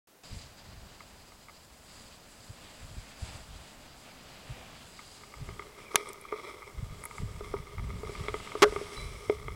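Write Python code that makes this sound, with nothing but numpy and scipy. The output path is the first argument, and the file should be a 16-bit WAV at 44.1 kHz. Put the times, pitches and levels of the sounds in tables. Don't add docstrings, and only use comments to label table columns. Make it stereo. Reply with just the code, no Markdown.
import sys
import numpy as np
from scipy import signal
from scipy.fft import rfft, irfft, next_fast_len
from scipy.io import wavfile

SR = 44100
rng = np.random.default_rng(int(sys.argv[2]) if len(sys.argv) > 2 else 0)


def log_audio(samples):
    frames = np.atleast_2d(samples).T
    limited = np.clip(frames, -1, 1)
    pcm = np.round(limited * 32767).astype(np.int16)
    wavfile.write(sys.argv[1], SR, pcm)


N = 421155
TIME = np.arange(N) / SR
TAUT_S = 5.2

# time_s, grass_hiss_db, canopy_rustle_db, hiss_brightness_db
AIR = [(0.9, -61.5, -58, -7.5), (1.7, -62, -62.5, -1.5), (2.7, -57.5, -56.5, 0.5),
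       (3.25, -58.5, -56.5, -1.5), (4.1, -62, -57, -3), (4.38, -60, -55, -5), (4.7, -60.5, -55, 3),
       (5.05, -55.5, -58.5, -2), (5.5, -61.5, -58, 3), (6.4, -75, -62.5, 8), (7.1, -61.5, -60, 9.5),
       (7.7, -72, -61, 6), (8.15, -57.5, -55, 1.5), (8.75, -63, -51, 10), (9.05, -68, -58, 8),
       (9.55, -72, -65, 7)]
# pitch_hz, level_db, t60_s
HOUSING = [(419, 2.5, 0.086), (454, 8, 0.017), (581, 2.5, 0.017), (952, -4.5, 0.038), (1183, 5.5, 0.018),
           (1233, -10, 0.08), (2105, 4.5, 0.019), (2205, -1.5, 0.023), (3290, 3.5, 0.009),
           (3860, -5, 0.0089), (5240, -10, 0.028)]


def buffeting(lumpy_db=4, lump_hz=22, eddy_hz=130, reach=0.63, usual_db=-44):
    # frequency_hz, level_db
    spectrum = [(12, -35), (20, 0.5), (54, 5.5), (118, 0), (195, -11), (308, -28.5), (650, -66),
                (1100, -120)]
    strength = wind_on_ports()
    air = rms_one(coloured(rng.standard_normal((2, N)), spectrum))
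    upper_gain = (strength / from_db(usual_db)) ** reach
    air = air + (upper_gain - 1) * cut(air, eddy_hz, "high", order=1)
    lumps = rms_one(from_db(lumpy_db * np.array([drift(lump_hz), drift(lump_hz)])))
    return strength * lumps * air


def wind_on_ports(breeze_gain_db=2, breeze_pan_db=-3):
    # time_s, level_db
    breeze = [(0.5, -63.5), (3.71, -59.5), (6.16, -63.5), (8.07, -45), (8.52, -61), (9.5, -43.5)]
    # start_s, length_s, level_db, left_minus_right_db
    gusts = [(0.294, 0.075, -39, -17), (0.63, 0.18, -46, 0), (2.794, 0.13, -43.5, -17),
             (3.193, 0.16, -44, -12), (3.452, 0.085, -40.5, -50), (5.36, 0.19, -43, 2.5),
             (6.738, 0.21, -40, -7), (7.174, 0.078, -36, -9), (7.32, 0.27, -42, -8),
             (7.76, 0.22, -35, -2.5), (8.05, 0.32, -39, -8), (8.545, 0.23, -42, -5),
             (8.943, 0.19, -40, -8.5), (9.24, 0.3, -45.5, -11)]
    breeze_db, = in_time(breeze)
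    power = (from_db(breeze_db + breeze_gain_db) * panned(breeze_pan_db)) ** 2
    for s, length, db, pan_db in gusts:
        power += (from_db(db) * panned(pan_db)) ** 2 * swell(s, length, attack_s=0.055, release_s=0.06)
    return np.sqrt(power)


def eddies(gain_db=-4, rise_s=0.011, band_hz=(34, 135)):
    # start_s, level_db, left_minus_right_db
    thumps = [(2.488, -30.5, -26), (2.96, -23.5, -29), (3.216, -32, -38), (4.489, -28, -2),
              (5.404, -27, 22), (6.817, -20, -25), (7.216, -19.5, -9)]
    out, t = np.zeros((2, N)), TIME[:SR // 8]
    shape = (t / rise_s * np.exp(1 - t / rise_s)) ** 2
    for s, db, pan_db in thumps:
        puff = cut(rng.standard_normal(len(t)) * shape, band_hz, "band", order=3)
        add(out, s, from_db(db + gain_db) * panned(pan_db) * puff / np.abs(puff).max())
    return out


def knocks(contact_hz=4300, harden=0.3, rise_s=0.0014, detune=0.016, rebound_s=0.011, rebound_db=-19):
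    # start_s, mid_knock_db, low_thud_db, high_tick_db
    blows = [(5.4889, -39.5, -44.5, -43), (5.594, -34, -48.5, -38.5), (5.9447, -27, -34, -47),
             (6.2514, -37, -64, -70), (6.324, -28, -34, -42), (7.4077, -41, -38.5, -66),
             (7.539, -30, -30.5, -49), (8.0321, -38, -39.5, -55), (8.0933, -49, -38.5, -56),
             (8.283, -28, -36, -31), (8.341, -28, -34, -34), (8.552, -30.5, -34.5, -55),
             (8.723, -42, -37.5, -41), (8.761, -28, -33.5, -38), (8.8128, -54, -36.5, -58),
             (9.297, -30, -21.5, -32.5), (9.4814, -32.5, -42, -38)]
    out, t = np.zeros(N), TIME[:SR // 4]
    onset = 1 - np.exp(-t / rise_s)
    hardest_db = max(tick_db for *_, tick_db in blows)
    for s, knock_db, thud_db, tick_db in blows:
        modes = []
        for hz, db, t60 in HOUSING:
            force_db = np.interp(hz, [450, 1200, 2100], [thud_db + 4, knock_db + 3, tick_db + 5])
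            modes.append((hz * (1 + detune * rng.normal()), db + force_db + rng.normal(), t60))
        top_hz = max(contact_hz * from_db(harden * (tick_db - hardest_db)), 2600)
        blow = cut(onset * ringing(modes, t), top_hz, "low", order=6)
        add(out, s, blow)
        for delay in rebound_s * (.5 + 2 * rng.random(size=3)):
            add(out, s + delay, from_db(rebound_db) * rng.choice([-1, 1]) * blow)
    return cut(out + 1e-18, 230, "high")


def jolt(s=8.6206, drive=75, drive_t60=0.081, sag=0.287, sag_s=0.00465, rattle_s=0.022,
         sharp_hz=9000, dull_hz=1100, jitter_s=0.00014, clatter_t60=0.12):
    out, t = np.zeros(N), TIME[:SR // 4]
    swing_hz = HOUSING[0][0] * (1 - sag * np.exp(-t / sag_s))
    cycles = np.cumsum(swing_hz) / SR
    swing = np.tanh(drive * from_db(-60 * t / drive_t60))
    add(out, s, from_db(-20) * swing * np.sin(2 * np.pi * cycles))
    turns = np.interp((np.arange(19) + .5) / 2, cycles, t) + jitter_s * rng.standard_normal(19)
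    rebounds = rattle_s * rng.uniform(0.18, 0.42, size=4)
    for k, age in enumerate(np.concatenate([turns, rebounds])):
        spent = min(age / rattle_s, 1)
        edge_hz = sharp_hz * (dull_hz / sharp_hz) ** (spent ** 2)
        edge = cut(signal.unit_impulse(SR // 100), edge_hz, "low", order=1)
        slap = cut(edge, 2 * dull_hz, "low", order=1)
        force = (-1) ** k * from_db(rng.normal()) * (1 - 0.75 * spent ** 4)
        add(out, s + age, from_db(-3) * force * slap / slap.max())
        add(out, s + age, from_db(-33) * force * ringing(HOUSING[4:6], t))
    clatter = cut(rng.standard_normal(len(t)), [470, 620], "band")
    clatter += .5 * cut(rng.standard_normal(len(t)), [1200, 1550], "band")
    add(out, s + sag_s, from_db(-18 - 60 * t / clatter_t60) * rms_one(clatter))
    return cut(out, 190, "high")


def snap(s=5.9572, crack_t60=0.0071, top_hz=10400, clatter_t60=0.021):
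    out, t = np.zeros(N), TIME[:SR // 4]
    crack, clatter = rng.standard_normal((2, len(t))) * from_db(-60 * t / [[crack_t60], [clatter_t60]])
    crack = cut(crack, [700, top_hz], "band") + 2 * cut(crack, [0.55 * top_hz, top_hz], "band")
    add(out, s, from_db(-11) * crack)
    add(out, s, from_db(-8) * cut(clatter, [1200, 4500], "band"))
    add(out, s, from_db(-22) * ringing(HOUSING[3:], t))
    return out


def buckles(gain_db=3):
    # start_s, level_db, t60_s, pitch_hz, band_edge_ratio
    clinks = [(6.088, -35, 0.03, 8750, 1.12), (6.132, -31, 0.0072, 9000, 1.9),
              (6.213, -41, 0.03, 10300, 1.12), (7.0385, -35.5, 0.014, 9800, 1.07),
              (7.0528, -31, 0.019, 10300, 1.14)]
    out, t = np.zeros(N), TIME[:SR // 8]
    for s, db, t60, hz, ratio in clinks:
        scratch = grains(per_s=4000, spread_db=1.5)[:len(t)] * from_db(-60 * t / t60)
        clink = cut(scratch, [hz / ratio, hz * ratio], "band")
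        add(out, s, from_db(db + gain_db) * clink / np.abs(clink).max())
    return out


def carabiner_ping(s=8.968, level_db=-43):
    # pitch_hz, level_db, t60_s
    modes = [(3973, 0, .42), (4721, -14, .3)]
    out = np.zeros(N)
    add(out, s, from_db(level_db) * ringing(modes, TIME[:SR // 2]))
    return out


def rubbing(hum_gain_db=2, jerky_db=2):
    # frequency_hz, level_db
    friction = [(150, -27), (400, -2.5), (750, -2), (1200, 3), (1650, 0.5), (2200, 0.5), (2800, -7),
                (3350, -0.5), (4200, -2), (5500, -4)]
    # frequency_hz, level_db
    weave = [(1500, -16), (3400, 4), (4300, -2), (5400, 7), (6200, -0.5), (7200, -5), (7900, 3.5),
             (8800, -3), (9600, 3.5), (10800, -10), (11900, -10), (15500, -29)]
    hum_db, swish_db = strap_levels()
    jerks_db = jerky_db * drift(40)
    force = coloured(grains(per_s=650, spread_db=2.5), friction) * from_db(jerks_db)
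    shell = signal.fftconvolve(force, ringing(HOUSING, TIME[:SR // 4]))[:N]
    hum = rms_one(cut(shell, 150, "high"))
    swish = rms_one(coloured(grains(per_s=7000, spread_db=2.4), weave) * from_db(.5 * jerks_db))
    taut = np.clip(2 * (TIME - TAUT_S) + .5, 0, 1)
    return taut * (from_db(hum_db + hum_gain_db) * hum + from_db(swish_db) * swish)


def strap_levels(taut_db=-59.5, rise_db_per_s=1.35, swish_offset_db=-9.5):
    # start_s, length_s, hum_db, swish_db
    strokes = [(5.77, 0.026, -52, -63), (5.9, 0.17, -47, -57.5), (6.273, 0.078, -48, -75),
               (6.355, 0.15, -48.5, -61), (7.423, 0.1, -52, -60.5), (8.049, 0.23, -51, -61),
               (8.56, 0.38, -52.5, -56.5), (8.89, 0.18, -51.5, -54.5), (9.09, 0.22, -69, -59.5)]
    creep_db = taut_db + rise_db_per_s * (TIME - TAUT_S)
    power = from_db([creep_db, creep_db + swish_offset_db]) ** 2
    for s, length, hum_db, swish_db in strokes:
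        stroke = swell(s, length, attack_s=0.029, release_s=0.087)
        power += from_db([[hum_db], [swish_db]]) ** 2 * stroke
    return 10 * np.log10(power)


def strap_slips(per_s=18, jump_gain_db=2, tick_gain_db=4, spread_db=3, rise_s=0.0014, contact_hz=2600):
    # start_s, level_db
    ticks = [(1.005, -44.5), (1.32, -53.5), (1.484, -47.5), (1.495, -47.5), (4.991, -43), (5.235, -47.5),
             (5.3387, -43), (5.621, -45.5), (6.143, -49), (6.62, -45.5), (6.627, -43.5), (7.0372, -40),
             (7.0554, -39), (7.11, -41), (7.181, -37.5), (7.5662, -41.5), (7.7812, -40), (7.794, -43),
             (7.903, -43.5), (8.0501, -47), (8.1516, -40.5), (8.4008, -44), (8.473, -39.5), (8.518, -39),
             (8.976, -40.5)]
    hum_db, _ = strap_levels()
    jumps = (rng.random(N) < per_s / SR) * (TIME > TAUT_S)
    jump_db = .5 * (hum_db + hum_db.mean()) + jump_gain_db
    force = jumps * from_db(jump_db - spread_db * rng.standard_normal(N))
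    for s, db in ticks:
        force[round(s * SR)] += from_db(db + tick_gain_db)
    t = TIME[:SR // 4]
    ring = (1 - np.exp(-t / rise_s)) * ringing(HOUSING[3:], t)
    return cut(signal.fftconvolve(force, ring)[:N], contact_hz, "low", order=6)


def line_scrapes(pitch_hz=2280, width_hz=90, waver=.018, edge_s=0.029):
    # start_s, length_s, level_db
    pulls = [(5.77, 0.35, -57), (6.19, 0.32, -57.5), (6.585, 0.072, -56), (8.077, 0.13, -60),
             (8.93, 0.26, -55)]
    power = sum(from_db(db) ** 2 * swell(s, length, edge_s, edge_s) for s, length, db in pulls)
    phase = 2 * np.pi * np.cumsum(pitch_hz * (1 + waver * drift(9.9))) / SR
    catches = cut(grains(per_s=600, spread_db=2), width_hz, "low")
    return np.sqrt(power) * rms_one(catches * np.sin(phase))


def canopy(gain_db=4, pan_db=-1, crisp=0.32, fold_db=1.75, fold_hz=6):
    # frequency_hz, level_db
    spectrum = [(100, 8), (220, 8.5), (400, -1), (600, 4.5), (800, 2), (1100, 1.5), (2000, -3),
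                (3000, -2.5), (4500, -8), (6000, -11), (15000, -35)]
    _, rustle_db = air_levels()
    _, filling_db, _ = in_time(AIR)
    cloth = diffuse(spectrum, direct_db=-0.5)
    for band_hz in ([1700, 2700], [2700, 4400]):
        crinkle_db = crisp * (filling_db - filling_db.mean()) + fold_db * drift(fold_hz)
        cloth = cloth + (from_db(crinkle_db) - 1) * cut(cloth, band_hz, "band", order=1)
    return from_db(rustle_db + gain_db + .5 * drift(13)) * panned(pan_db) * cloth


def whooshes():
    # peak_s, half_length_s, level_db
    fills = [(3.33, 0.11, -57), (4.1, .06, -54.5), (4.59, 0.14, -52)]
    # frequency_hz, level_db
    spectrum = [(200, -8), (660, 1.5), (1550, -12), (2400, -2.5), (7000, -28)]
    level = sum(from_db(db) * np.exp(-((TIME - s) / half) ** 2) for s, half, db in fills)
    return level * diffuse(spectrum, direct_db=0)


def grass(gain_db=3, flutter_db=1.83, pan_db=-6.5, split_hz=6000):
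    # frequency_hz, level_db
    spectrum = [(600, -27), (2000, -3.5), (3500, -2), (4300, 2), (4650, 4), (4950, 7.5), (5150, -2),
                (6000, -4.5), (7000, 1), (7600, 3), (8050, 4), (8550, -3.5), (11000, -6.5), (15500, -51)]
    hiss_db, _ = air_levels()
    *_, bright_db = in_time(AIR)
    hiss = diffuse(spectrum, direct_db=-9.5)
    low = from_db(-bright_db / 2 + flutter_db * drift(19)) * cut(hiss, split_hz, "low", order=3)
    high = from_db(bright_db / 2 + flutter_db * drift(11)) * cut(hiss, split_hz, "high", order=3)
    return from_db(hiss_db + gain_db) * panned(pan_db) * (low + high)


def air_levels():
    # start_s, length_s, hiss_db, rustle_db
    surges = [(0.17, 0.25, -55.5, -69), (0.16, 0.081, -60, -55.5), (1.86, 0.22, -57, -60),
              (3.158, 0.2, -53.5, -56), (7.07, 0.13, -58.5, -61)]
    power = from_db(in_time(AIR)[:2]) ** 2
    for s, length, hiss_db, rustle_db in surges:
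        surge = swell(s, length, attack_s=0.12, release_s=0.056)
        power += from_db([[hiss_db], [rustle_db]]) ** 2 * surge
    return 10 * np.log10(power)


def diffuse(spectrum, direct_db):
    # time_s, left_lag_ms
    bearing = [(0, 0.14), (2.3, 0.1), (3.7, -0.0053), (4.8, -0.043), (6, 0.02)]
    # frequency_hz, side_minus_mid_db
    width = [(150, -13.5), (550, -9), (1000, -3.5), (2200, 1.5), (5000, 2.5), (11000, -1)]
    straight, mid, side = (grains(per_s=12000, spread_db=3) for _ in range(3))
    lag_ms, = in_time(bearing)
    direct = np.array([np.interp(TIME - lag_ms / 1000, TIME, straight), straight])
    around = mid + coloured(side, width) * [[1], [-1]]
    return rms_one(coloured(from_db(direct_db) * direct + around, spectrum))


def noise_floor(level_db=-61):
    # frequency_hz, level_db
    spectrum = [(100, -8), (400, 0.5), (3000, -11), (15500, -16)]
    return from_db(level_db) * rms_one(coloured(rng.standard_normal(N), spectrum))


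def from_db(db):
    return 10 ** (np.asarray(db) / 20)


def rms_one(x):
    return x / np.sqrt(np.mean(x ** 2) + 1e-20)


def in_time(rows):
    s, *columns = np.transpose(rows)
    return [np.interp(TIME, s, c) for c in columns]


def cut(x, hz, kind, order=2):
    return signal.sosfilt(signal.butter(order, hz, kind, fs=SR, output="sos"), x)


def coloured(x, spectrum):
    size = next_fast_len(N, True)
    hz, db = np.transpose(spectrum)
    bins = np.maximum(np.fft.rfftfreq(size, 1 / SR), 1)
    gains = from_db(np.interp(np.log(bins), np.log(hz), db))
    return irfft(rfft(x, size) * gains, size)[..., :N]


def drift(rate_hz, step=40):
    pole = np.exp(-2 * np.pi * step * rate_hz / SR)
    noise = rng.standard_normal(N // step + 2002)
    slow = signal.lfilter([1], [1, -2 * pole, pole * pole], noise)[2000:]
    return np.interp(np.arange(N) / step, np.arange(len(slow)), rms_one(slow))


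def grains(per_s, spread_db):
    sizes = from_db(spread_db * np.minimum(rng.exponential(1, N), 4))
    return rms_one((rng.random(N) < per_s / SR) * sizes * rng.choice([-1, 1], N))


def ringing(modes, t):
    return sum(from_db(db - 60 * t / t60) * np.sin(2 * np.pi * hz * t) for hz, db, t60 in modes)


def swell(s, length, attack_s, release_s):
    rise = np.sin(np.pi / 2 * np.clip((TIME - s) / attack_s, 0, 1))
    fall = np.exp(-np.clip((TIME - s - length) / release_s, 0, 20))
    return (rise * fall) ** 2


def panned(pan_db):
    gains = from_db(np.array([pan_db, -pan_db]) / 2).reshape(2, -1)
    return gains / np.sqrt(np.mean(gains ** 2, axis=0))


def add(out, s, sound):
    start = round(s * SR)
    out[..., start:start + sound.shape[-1]] += sound[..., :N - start]


def scene(pilot_mic_on_s=.072, hill_mic_on_s=.235):
    pilot = noise_floor() + rubbing() + line_scrapes() + strap_slips()
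    pilot += knocks() + jolt() + snap() + buckles() + carabiner_ping()
    hill = buffeting() + eddies() + grass() + canopy() + whooshes()
    return pilot * (TIME > pilot_mic_on_s) + hill * (TIME > hill_mic_on_s)


def record(dry, ceiling=.85, cutoff_hz=16000):
    rounded = ceiling * np.tanh(dry / ceiling)
    return signal.sosfilt(signal.ellip(10, .1, 80, cutoff_hz, fs=SR, output="sos"), rounded)


dry = scene()
out = record(dry)
log_audio(out)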